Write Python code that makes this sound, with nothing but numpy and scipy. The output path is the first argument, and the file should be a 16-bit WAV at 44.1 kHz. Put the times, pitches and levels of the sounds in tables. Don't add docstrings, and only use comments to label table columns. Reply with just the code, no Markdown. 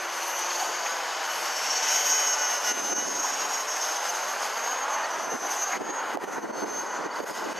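import sys
import numpy as np
from scipy import signal
from scipy.fft import rfft, irfft
from scipy.io import wavfile
from scipy.ndimage import uniform_filter1d, map_coordinates

SR = 44100
rng = np.random.default_rng(int(sys.argv[2]) if len(sys.argv) > 2 else 0)


def file_out(sig):
    cols = np.atleast_2d(sig).T
    lim = np.clip(cols, -1, 1)
    pcm = np.round(lim * 32767).astype(np.int16)
    wavfile.write(sys.argv[1], SR, pcm)


N = 334719
TIME = np.arange(N) / SR
PINION_TEETH, MAIN_TEETH, TAIL_DRIVE_TEETH, TAIL_TEETH, SPOKES = 13, 150, 106, 26, 8

# time_s, thump_db, dip_db, dip_peak_after_s
BUFFETS = [(2.718, -36, 6.5, 0.017), (2.8, -49, 2.5, 0.02), (2.934, -33.5, 8, 0.0091),
           (3.085, -37, 4.5, 0.0056), (5.35, -35, 5, 0.04), (5.77, -36, 8, 0.02), (5.815, -28, 4, 0.015),
           (5.905, -34.5, 3.5, 0.015), (6.152, -55, 15.5, 0.022), (6.174, -22, 3.5, 0.019),
           (6.243, -32, 9.5, 0.017), (6.288, -32, 4.5, 0.012), (6.385, -32.5, 8, 0.024),
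           (6.447, -30, 5, 0.028), (6.51, -29, 9, 0.011), (6.643, -28.5, 6.5, 0.0068),
           (7.063, -48, 5, 0.024), (7.203, -34, 8.5, 0.019), (7.241, -30.5, 8, 0.01),
           (7.312, -33, 6, 0.015), (7.528, -40, 7.5, 0.012)]
# time_s, level_db
HISS_LEVEL = [(0, -52.5), (.33, -43), (.48, -50), (.6, -45), (.72, -48.5), (1.2, -52.5), (1.32, -44.5),
              (1.8, -46.5), (1.98, -40), (2.4, -47), (2.7, -45), (3.05, -52), (3.3, -46.5), (4.45, -47),
              (5.1, -55), (5.6, -46), (5.88, -58.5), (6.36, -54.5), (6.55, -60), (6.78, -54), (7.08, -63.5),
              (7.29, -47), (7.59, -59.5)]
# freq_hz, density_db
RASP_SPECTRUM = [(500, -68), (3500, -8.5), (4500, -7.5), (5200, -0.5), (5900, -11.5), (6400, 3),
                 (6900, -4.5), (7400, -16), (11000, -45)]


def amp(db):
    return 10 ** (np.asarray(db) / 20)


def unit(x):
    return x / np.sqrt(np.mean(x ** 2) + 1e-20)


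def curves(rows):
    time_s, *columns = np.transpose(rows)
    return [np.interp(TIME, time_s, column) for column in columns]


def spectrum_gain(points, hz):
    points_hz, db = np.transpose(points)
    return amp(np.interp(np.log(hz + 1), np.log(points_hz + 1), db))


def bell(peak_s, half_s):
    return np.exp(-((TIME - peak_s) / half_s) ** 2)


def low_cut(x, hz, order=3):
    return signal.sosfilt(signal.butter(order, hz, "highpass", fs=SR, output="sos"), x + 1e-18)


def drift(rate_hz):
    grid_s = TIME[::64]
    hz = np.fft.rfftfreq(len(grid_s), grid_s[1])
    white = rfft(rng.standard_normal(len(grid_s)))
    slow = irfft(white / (1 + (hz / rate_hz) ** 4), len(grid_s))
    return np.interp(TIME, grid_s, unit(slow))


def noise(spectrum, patchy_db, apart=False):
    # freq_hz, side_minus_mid_db
    width = [(60, -10), (130, 1), (280, -34), (550, -26), (1000, -21), (2000, -20), (4000, -29.5),
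             (8000, -42), (13000, -72)]
    frames, hz = N // 256 + 5, np.fft.rfftfreq(1024, 1 / SR)
    mid_re, mid_im, side_re, side_im, patches = rng.standard_normal((5, frames, len(hz)))
    patches = uniform_filter1d(patches, size=8, axis=0)
    patches = unit(uniform_filter1d(patches, size=10, axis=1))
    mid = mid_re + 1j * mid_im
    side = (side_re + 1j * side_im) * (1 if apart else spectrum_gain(width, hz))
    bins = np.array([mid + side, mid - side]) * spectrum_gain(spectrum, hz) * amp(patchy_db * patches)
    _, stereo = signal.istft(bins, nperseg=1024, noverlap=768, time_axis=1, freq_axis=2)
    return unit(stereo[:, :N])


def tone(turns, fade_db=3.5, jitter_rad=0.14, fade_hz=6.1):
    gain = np.sqrt(2) * amp(fade_db * drift(fade_hz))
    return gain * np.cos(2 * np.pi * (turns + rng.random()) + jitter_rad * drift(60))


def lines(table, step, centre=0, fade_db=4.0, jitter_rad=0.35, fade_hz=6.2):
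    return sum(amp(db) * tone(centre + round(k) * step, fade_db, jitter_rad, fade_hz) for k, db in table)


def swells(table):
    out, hz = np.zeros(N), np.fft.rfftfreq(SR, 1 / SR)
    for start_s, length_s, centre_hz, width_hz, db in table:
        count = int(length_s * SR)
        band = 1 / (1 + (2 * (hz - centre_hz) / width_hz) ** 4)
        burst = irfft(rfft(rng.standard_normal(SR)) * band)[:count]
        out[int(start_s * SR):][:count] += amp(db) * unit(burst) * np.hanning(count)
    return low_cut(out, hz=250, order=4)


def wind():
    # peak_s, half_length_s, level_db
    gusts = [(.8, 0.11, -57), (1.42, 0.045, -48), (2.113, 0.057, -55), (2.782, 0.06, -43),
             (3.003, 0.23, -39), (3.423, 0.17, -49.5), (5.297, 0.19, -42.5), (5.433, 0.018, -40),
             (5.832, 0.089, -39), (6.197, 0.29, -49.5), (6.576, 0.35, -37), (7.057, 0.076, -39),
             (7.246, 0.084, -51), (7.484, 0.12, -36.5)]
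    # freq_hz, density_db
    rumble = [(25, -62), (50, -56), (80, -50), (130, -22), (200, -2.5), (300, 4), (500, 2), (800, -2),
              (1500, -19), (3000, -32), (8000, -71)]
    breeze_db, thump_lead_s, thump_half_s = -68.5, 0.001, 0.021
    flow = amp(breeze_db) + sum(amp(db) * bell(peak_s, half_s) for peak_s, half_s, db in gusts)
    thumps = sum(amp(db) * bell(time_s - thump_lead_s, thump_half_s) for time_s, db, _, _ in BUFFETS)
    lumps_db = 2.3 * np.array([drift(45), drift(45)])
    return noise(rumble, patchy_db=-0.5, apart=True) * np.hypot(flow * amp(lumps_db), thumps)


def knocks():
    # time_s, pitch_hz, half_length_s, push_db, snap_db, left_minus_right_db
    hits = [(6.155, 330, .002, -30, -30, -8), (6.1733, 700, .0012, -3, -10, -9),
            (6.2405, 350, .0025, -27, -30, -10), (6.442, 480, .002, -24, -42, -9),
            (6.644, 420, .0025, -27, -45, 10), (6.666, 400, .002, -29, -50, -6),
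            (7.063, 400, .0016, -28, -45, -10), (7.204, 460, .002, -23, -40, -12),
            (7.244, 450, .002, -25, -45, 10)]
    snap_decay_s = .0001
    out = np.zeros((2, N))
    for time_s, hz, half_s, push_db, snap_db, pan_db in hits:
        age_s = TIME - time_s
        push = amp(push_db) * bell(time_s, half_s) * np.sin(2 * np.pi * hz * age_s)
        snap = amp(snap_db) * (age_s >= 0) * np.exp(-abs(age_s) / snap_decay_s)
        out += (low_cut(push, hz=190) + low_cut(snap, hz=500)) * amp([[pan_db / 2], [-pan_db / 2]])
    return out


def ticks():
    # start_s, length_s, centre_hz, width_hz, level_db
    bursts = [(.268, .03, 11500, 5000, -42), (.39, .006, 9500, 7000, -32), (.853, .022, 2200, 2200, -29.5),
              (5.02, .05, 1860, 90, -33.5), (5.022, .05, 4470, 90, -42), (2.92, .012, 1800, 2400, -35),
              (5.69, .1, 1900, 1100, -33)]
    return swells(bursts)


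def whooshes():
    # start_s, length_s, centre_hz, width_hz, level_db
    bites = [(.52, .22, 790, 260, -34), (.66, .06, 400, 200, -41), (3.228, .045, 950, 330, -28.5),
             (4.72, .4, 1050, 500, -33), (5.295, .05, 550, 350, -35), (5.43, .05, 750, 750, -29.5),
             (5.68, .1, 1000, 900, -32)]
    return swells(bites)


def ground_echo(x, share=.25):
    # time_s, lag_s
    delay = [(0, 0.0051), (1.3, 0.0064), (3, 0.0071), (3.8, 0.0067), (5, 0.00326), (6, .0021), (7.6, .002)]
    lag_s, = curves(delay)
    echo = np.array([np.interp(TIME - lag_s, TIME, channel, left=0) for channel in x])
    return (x + share * echo) / np.hypot(1, share)


def rotor_air(rotor_turns, unrest):
    # time_s, wash_db, swish_db
    levels = [(0, -34.5, -40), (.65, -32.5, -38), (.85, -32.5, -39.5), (1.3, -33, -38), (1.55, -33, -37.5),
              (1.92, -32, -32.5), (2.35, -31.5, -39), (2.68, -33, -38), (3.05, -36.5, -46.5),
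              (3.3, -32.5, -39), (3.9, -33, -40), (4.97, -31, -39.5), (5.1, -32, -41.5),
              (5.38, -32.5, -45.5), (5.47, -31, -40.5), (5.74, -33.5, -42), (5.85, -35.5, -46.5),
              (6.0, -30.5, -42), (6.52, -35.5, -51), (6.56, -36.5, -50), (6.82, -36, -49.5),
              (6.96, -32, -48), (7.59, -35, -43)]
    # freq_hz, density_db
    wash_spectrum = [(25, -63), (60, -62), (100, -38), (160, -37.5), (250, -17.5), (350, -14.5),
                     (460, -6.5), (580, -3), (850, 2), (1150, -1), (1550, -3), (2100, -11.5), (3200, -41.5),
                     (6000, -59), (12000, -80)]
    # freq_hz, density_db
    swish_spectrum = [(100, -70), (900, -48), (1500, 0.5), (2100, 1), (3000, 0), (3700, -6), (4600, -8),
                      (7000, -12), (14000, -35)]
    wash_db, swish_db = curves(levels)
    blades = np.cos(4 * np.pi * rotor_turns)
    wash = noise(wash_spectrum, patchy_db=0.2) * amp(wash_db + 0.13 * unrest)
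    swish = noise(swish_spectrum, patchy_db=1.0) * amp(swish_db + 0.48 * unrest)
    return wash * (1 + 0.13 * blades) + swish * (1 + 0.064 * blades)


def tooth_errors(rotor_turns, points_per_turn=1024, memory_per_turn=.85):
    fresh = rng.standard_normal((int(rotor_turns[-1]) + 2, points_per_turn))
    pattern = signal.lfilter([1], [1, -memory_per_turn], fresh, axis=0).ravel()
    scrape = map_coordinates(pattern, [rotor_turns * points_per_turn], order=3)
    colour = spectrum_gain(RASP_SPECTRUM, np.fft.rfftfreq(N, 1 / SR))
    return unit(irfft(rfft(scrape) * colour, N))


def gear_rasp(rotor_turns, unrest, tooth_share=.6):
    # time_s, level_db
    level = [(0, -43.5), (.6, -40.5), (1.05, -41.5), (1.5, -40.5), (2.0, -37), (2.5, -40), (2.7, -38.5),
             (3.05, -45), (3.3, -40), (4.3, -39.5), (4.8, -42.5), (4.92, -50), (5.35, -47), (5.62, -41.5),
             (5.98, -56), (6.5, -56), (6.75, -47.5), (7.05, -54.5), (7.38, -42), (7.59, -58)]
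    loose = np.sqrt(1 - tooth_share) * noise(RASP_SPECTRUM, patchy_db=4.0)
    repeating = np.sqrt(tooth_share) * tooth_errors(rotor_turns)
    return (loose + repeating) * amp(curves(level)[0] + 1.8 * unrest)


def gear_hiss(rotor_turns, unrest):
    # freq_hz, density_db
    spectrum = [(300, -48), (4000, -4.5), (7000, 5), (8300, 1), (9200, 3), (10300, -2), (11300, 0),
                (12100, -2.5), (12800, 3), (13600, -7), (15500, -19)]
    hiss = noise(spectrum, patchy_db=2.0) * amp(curves(HISS_LEVEL)[0] + 1.74 * unrest)
    return hiss * (1 + 0.067 * np.cos(2 * np.pi * rotor_turns))


def hum(motor_turns, rotor_turns):
    # motor_multiple, level_db
    motor_lines = [(3, 0), (4, -5.5), (5, -10), (6, -.5)]
    # blade_rate_multiple, level_db
    tail_lines = [(3, -11), (5, -6), (6, -7), (8, -11), (9, -14)]
    # time_s, level_db
    level = [(0, -50.5), (1.7, -46.5), (2.0, -39), (2.7, -41), (2.95, -48.5), (3.3, -48), (4.2, -52),
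             (5.2, -53), (6.4, -60), (7.59, -56.5)]
    # time_s, level_db
    drone_level = [(0, -54), (.65, -51), (.85, -63), (7.6, -73)]
    tail_passes = 2 * TAIL_DRIVE_TEETH * rotor_turns / TAIL_TEETH
    overtones = lines(motor_lines, motor_turns, fade_db=1.5, jitter_rad=0.37)
    overtones += amp(-4.0) * lines(tail_lines, tail_passes)
    return amp(curves(level)[0]) * overtones + amp(curves(drone_level)[0]) * tone(tail_passes)


def tail_gear(rotor_turns, flutter_db=3.5, lead_turns=.38):
    # time_s, level_db, chatter_db
    levels = [(0, -51.5, 8), (.42, -48.5, 9), (.54, -42.5, 12), (.8, -45, 8), (.92, -49, 4), (1.15, -51, 2),
              (1.8, -44, -1), (2.6, -55, 0), (3.1, -64, -4), (4.0, -66, 0), (4.4, -53, -2), (5.3, -64, -4),
              (5.72, -55, 4), (6.25, -65, 3), (6.55, -56, -1), (6.85, -58, -1), (7.0, -54, 4),
              (7.09, -60, 4), (7.12, -46, 7), (7.2, -50, 6), (7.3, -58, 3), (7.59, -56, 2)]
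    level_db, chatter_db = curves(levels)
    mesh = TAIL_DRIVE_TEETH * rotor_turns
    half_angle = np.pi * (rotor_turns + lead_turns)
    swing_db = chatter_db * np.minimum(np.cos(half_angle) - 0.6, 0) + flutter_db * np.cos(2 * half_angle)
    mesh_tone = tone(mesh, fade_db=1.0, jitter_rad=0.4) * (1 + 0.35 * drift(120))
    sideband = amp(-8.0) * tone(mesh - mesh / TAIL_TEETH)
    return amp(level_db + swing_db) * (mesh_tone + sideband)


def sizzle(motor_turns, spoke_passes):
    # motor_multiple, spoke_rate_offset, level_db
    partials = [(22, 0, -14), (23, -1, -13), (24, -2, -16), (23, 0, -11), (24, -1, -12), (24, 0, -7),
                (25, -1, -11.5), (26, -2, -13), (25, 0, -14.5), (26, -1, -2), (26, 0, -9), (27, -1, -17),
                (26, 1, -17)]
    hiss_db, = curves(HISS_LEVEL)
    level_db = -60 + 1.35 * (hiss_db - np.mean(hiss_db))
    return amp(level_db) * sum(
        amp(db) * tone(round(k) * motor_turns + round(j) * spoke_passes, fade_db=2.8, jitter_rad=.4)
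        for k, j, db in partials)


def motor_whine(motor_turns, spoke_passes):
    # motor_multiple, level_db
    partials = [(10, -14), (11, -4.5), (12, -6), (14, -17.5), (15, -20), (16, -18)]
    # time_s, level_db
    level = [(0, -70), (.6, -50), (1.25, -49.5), (1.7, -31), (2.0, -32.5), (2.34, -32.5), (2.48, -38.5),
             (2.68, -36), (2.76, -48), (3.05, -46), (3.28, -37.5), (3.8, -39), (4.25, -54), (4.7, -54),
             (5.0, -65), (5.55, -60), (5.9, -72), (7.1, -69), (7.59, -56)]
    shake = dict(jitter_rad=.5, fade_hz=22)
    whine = lines(partials, motor_turns, fade_db=1.8, **shake)
    whine += amp(-8.5) * tone((PINION_TEETH - 1) * motor_turns - spoke_passes, fade_db=2.0, **shake)
    return amp(curves(level)[0]) * whine


def main_gear(motor_turns, spoke_passes):
    # time_s, level_db
    mesh_level = [(0, -45.5), (.52, -38.5), (.61, -38), (.68, -45), (.86, -43), (.93, -37), (.97, -50),
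                  (1.44, -43.5), (1.85, -33.5), (1.98, -28.5), (2.22, -28), (2.36, -30.5), (3.0, -33),
                  (3.3, -32.5), (4.29, -39.5), (4.49, -50), (4.68, -35.5), (5.1, -45.5), (5.48, -37),
                  (5.6, -36), (5.73, -36), (5.82, -51), (5.89, -39.5), (5.98, -37), (6.02, -48),
                  (6.14, -50), (6.21, -65), (6.36, -43), (6.47, -52.5), (6.77, -34.5), (7.03, -57),
                  (7.3, -48), (7.59, -50)]
    # time_s, level_db
    sideband_level = [(0, -48), (.45, -39), (.92, -42), (.98, -54), (1.45, -44.5), (1.85, -34), (2.02, -31),
                      (2.4, -40), (2.8, -42), (3.15, -40.5), (4.29, -46.5), (4.6, -46.5), (5.4, -42.5),
                      (5.58, -33.5), (5.83, -51), (5.94, -46), (6.12, -60), (6.33, -47), (6.6, -60),
                      (6.75, -52), (6.9, -49), (6.98, -42.5), (7.08, -54), (7.59, -51)]
    # spoke_rate_offset, level_db
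    spoke_lines = [(-2, -14.5), (-1, -1), (1, -10), (2, -23)]
    # motor_rate_offset, level_db
    run_out_lines = [(-1, -13), (1, -15.5)]
    mesh = PINION_TEETH * motor_turns
    mesh_tone = amp(curves(mesh_level)[0]) * tone(mesh, fade_db=1.0, jitter_rad=0.27)
    sidebands = lines(spoke_lines, spoke_passes, mesh, fade_db=2.0, jitter_rad=0.18, fade_hz=20)
    sidebands += lines(run_out_lines, motor_turns, mesh)
    return mesh_tone + amp(curves(sideband_level)[0]) * sidebands


def frame_ring(x):
    # centre_hz, width_hz, boost_db
    modes = [(5570, 110, 3), (5810, 130, 2.5), (11250, 220, 6), (12720, 260, 3.5)]
    hz = np.fft.rfftfreq(N, 1 / SR)
    boost_db = sum(db / (1 + (2 * (hz - centre_hz) / width_hz) ** 2) for centre_hz, width_hz, db in modes)
    return irfft(rfft(x) * amp(boost_db), N)


def whine_fading():
    # peak_s, half_length_s, gain_db
    fades = [(.605, .02, 4), (1.81, .015, -5), (2.371, .018, -8), (2.605, .02, -10), (2.995, .02, 5),
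             (3.37, .018, -6), (3.475, .018, -8), (3.57, .015, -6), (3.65, .025, -11), (3.801, .012, -7),
             (3.939, .012, -7), (4.045, .022, -9), (4.092, .018, 8), (4.127, .012, -12), (4.196, .01, -7),
             (4.268, .01, -8), (4.349, .015, -8), (4.875, .028, -9), (4.94, .02, 4), (5.092, .018, -8),
             (5.174, .014, -9), (5.49, .015, -4), (5.553, .012, -7), (6.655, .015, -5), (6.78, .018, 4),
             (6.845, .02, -7)]
    far = np.interp(TIME, [2.4, 3.4], [.45, 1])
    shake_db = 2.5 * far * drift(26)
    fades_db = sum(db * bell(peak_s, half_s) for peak_s, half_s, db in fades)
    return unit(amp(shake_db + fades_db))


def motor_speed_hz(start_hz=492.0, rest_hz=481.8, spin_up_s=.252, coast_s=.334):
    # on_s, off_s, drive_target_hz, coast_target_hz
    surges = [(0.365, 1.023, 508.1, 489.0), (1.6, 2.223, 506.9, 477.8), (2.888, 3.544, 509.8, 483.0),
              (4.195, 4.81, 503.5, 477.8), (5.427, 6.107, 509.4, 477.6), (6.714, 7.398, 505.7, 489.6)]
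    speed_hz = rest_hz + (start_hz - rest_hz) * np.exp(-TIME / coast_s)
    for on_s, off_s, top_hz, low_hz in surges:
        for from_s, aim_hz, lag_s in (on_s, top_hz, spin_up_s), (off_s, low_hz, coast_s):
            i = int(from_s * SR)
            speed_hz[i:] = aim_hz + (speed_hz[i] - aim_hz) * np.exp(-(TIME[i:] - from_s) / lag_s)
    return speed_hz


def drive_train(motor_turns, rotor_turns, gear_fray_db=1.0, whine_fray_db=2.2, fray_hz=55):
    spoke_passes = SPOKES * rotor_turns
    gear = main_gear(motor_turns, spoke_passes)
    whine = motor_whine(motor_turns, spoke_passes)
    high_lines = sizzle(motor_turns, spoke_passes)
    gear *= unit(amp(gear_fray_db * drift(fray_hz)))
    whine *= unit(amp(whine_fray_db * drift(fray_hz)))
    wobble = 1 + 0.018 * np.cos(2 * np.pi * rotor_turns) + 0.057 * drift(230)
    singing = frame_ring(gear + whine + high_lines) * wobble
    return singing + hum(motor_turns, rotor_turns) + tail_gear(rotor_turns)


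def scene():
    # time_s, left_minus_right_db
    balance = [(0, .8), (1.8, .9), (3.2, .2), (7.6, .1)]
    pan_db, = curves(balance)
    motor_turns = np.cumsum(motor_speed_hz() * (1 + .0004 * drift(12))) / SR
    rotor_turns = motor_turns * PINION_TEETH / MAIN_TEETH
    tones = drive_train(motor_turns, rotor_turns) * whine_fading()
    lead = 0.0032 * np.gradient(tones)
    unrest = drift(10.3)
    rush = ground_echo(rotor_air(rotor_turns, unrest))
    gear_noise = gear_rasp(rotor_turns, unrest) + gear_hiss(rotor_turns, unrest)
    helicopter = np.array([tones + lead, tones - lead]) + rush + gear_noise
    helicopter *= amp([pan_db / 2, -pan_db / 2])
    buffeting = (wind() + knocks()) * amp([[-.7], [.7]])
    return helicopter + buffeting + ticks() + whooshes()


def record(dry, cutoff_hz=15600):
    dip_db = np.zeros(N)
    for time_s, _, depth_db, peak_after_s in BUFFETS:
        age = np.maximum(TIME - time_s, 0) / peak_after_s
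        dip_db += depth_db * (age * np.exp(1 - np.minimum(age, 20))) ** 2
    low_pass = signal.firwin(511, cutoff_hz, window=("kaiser", 9), fs=SR)
    return signal.oaconvolve(dry * amp(-dip_db), low_pass[None], "same")


dry = scene()
out = record(dry)
file_out(out)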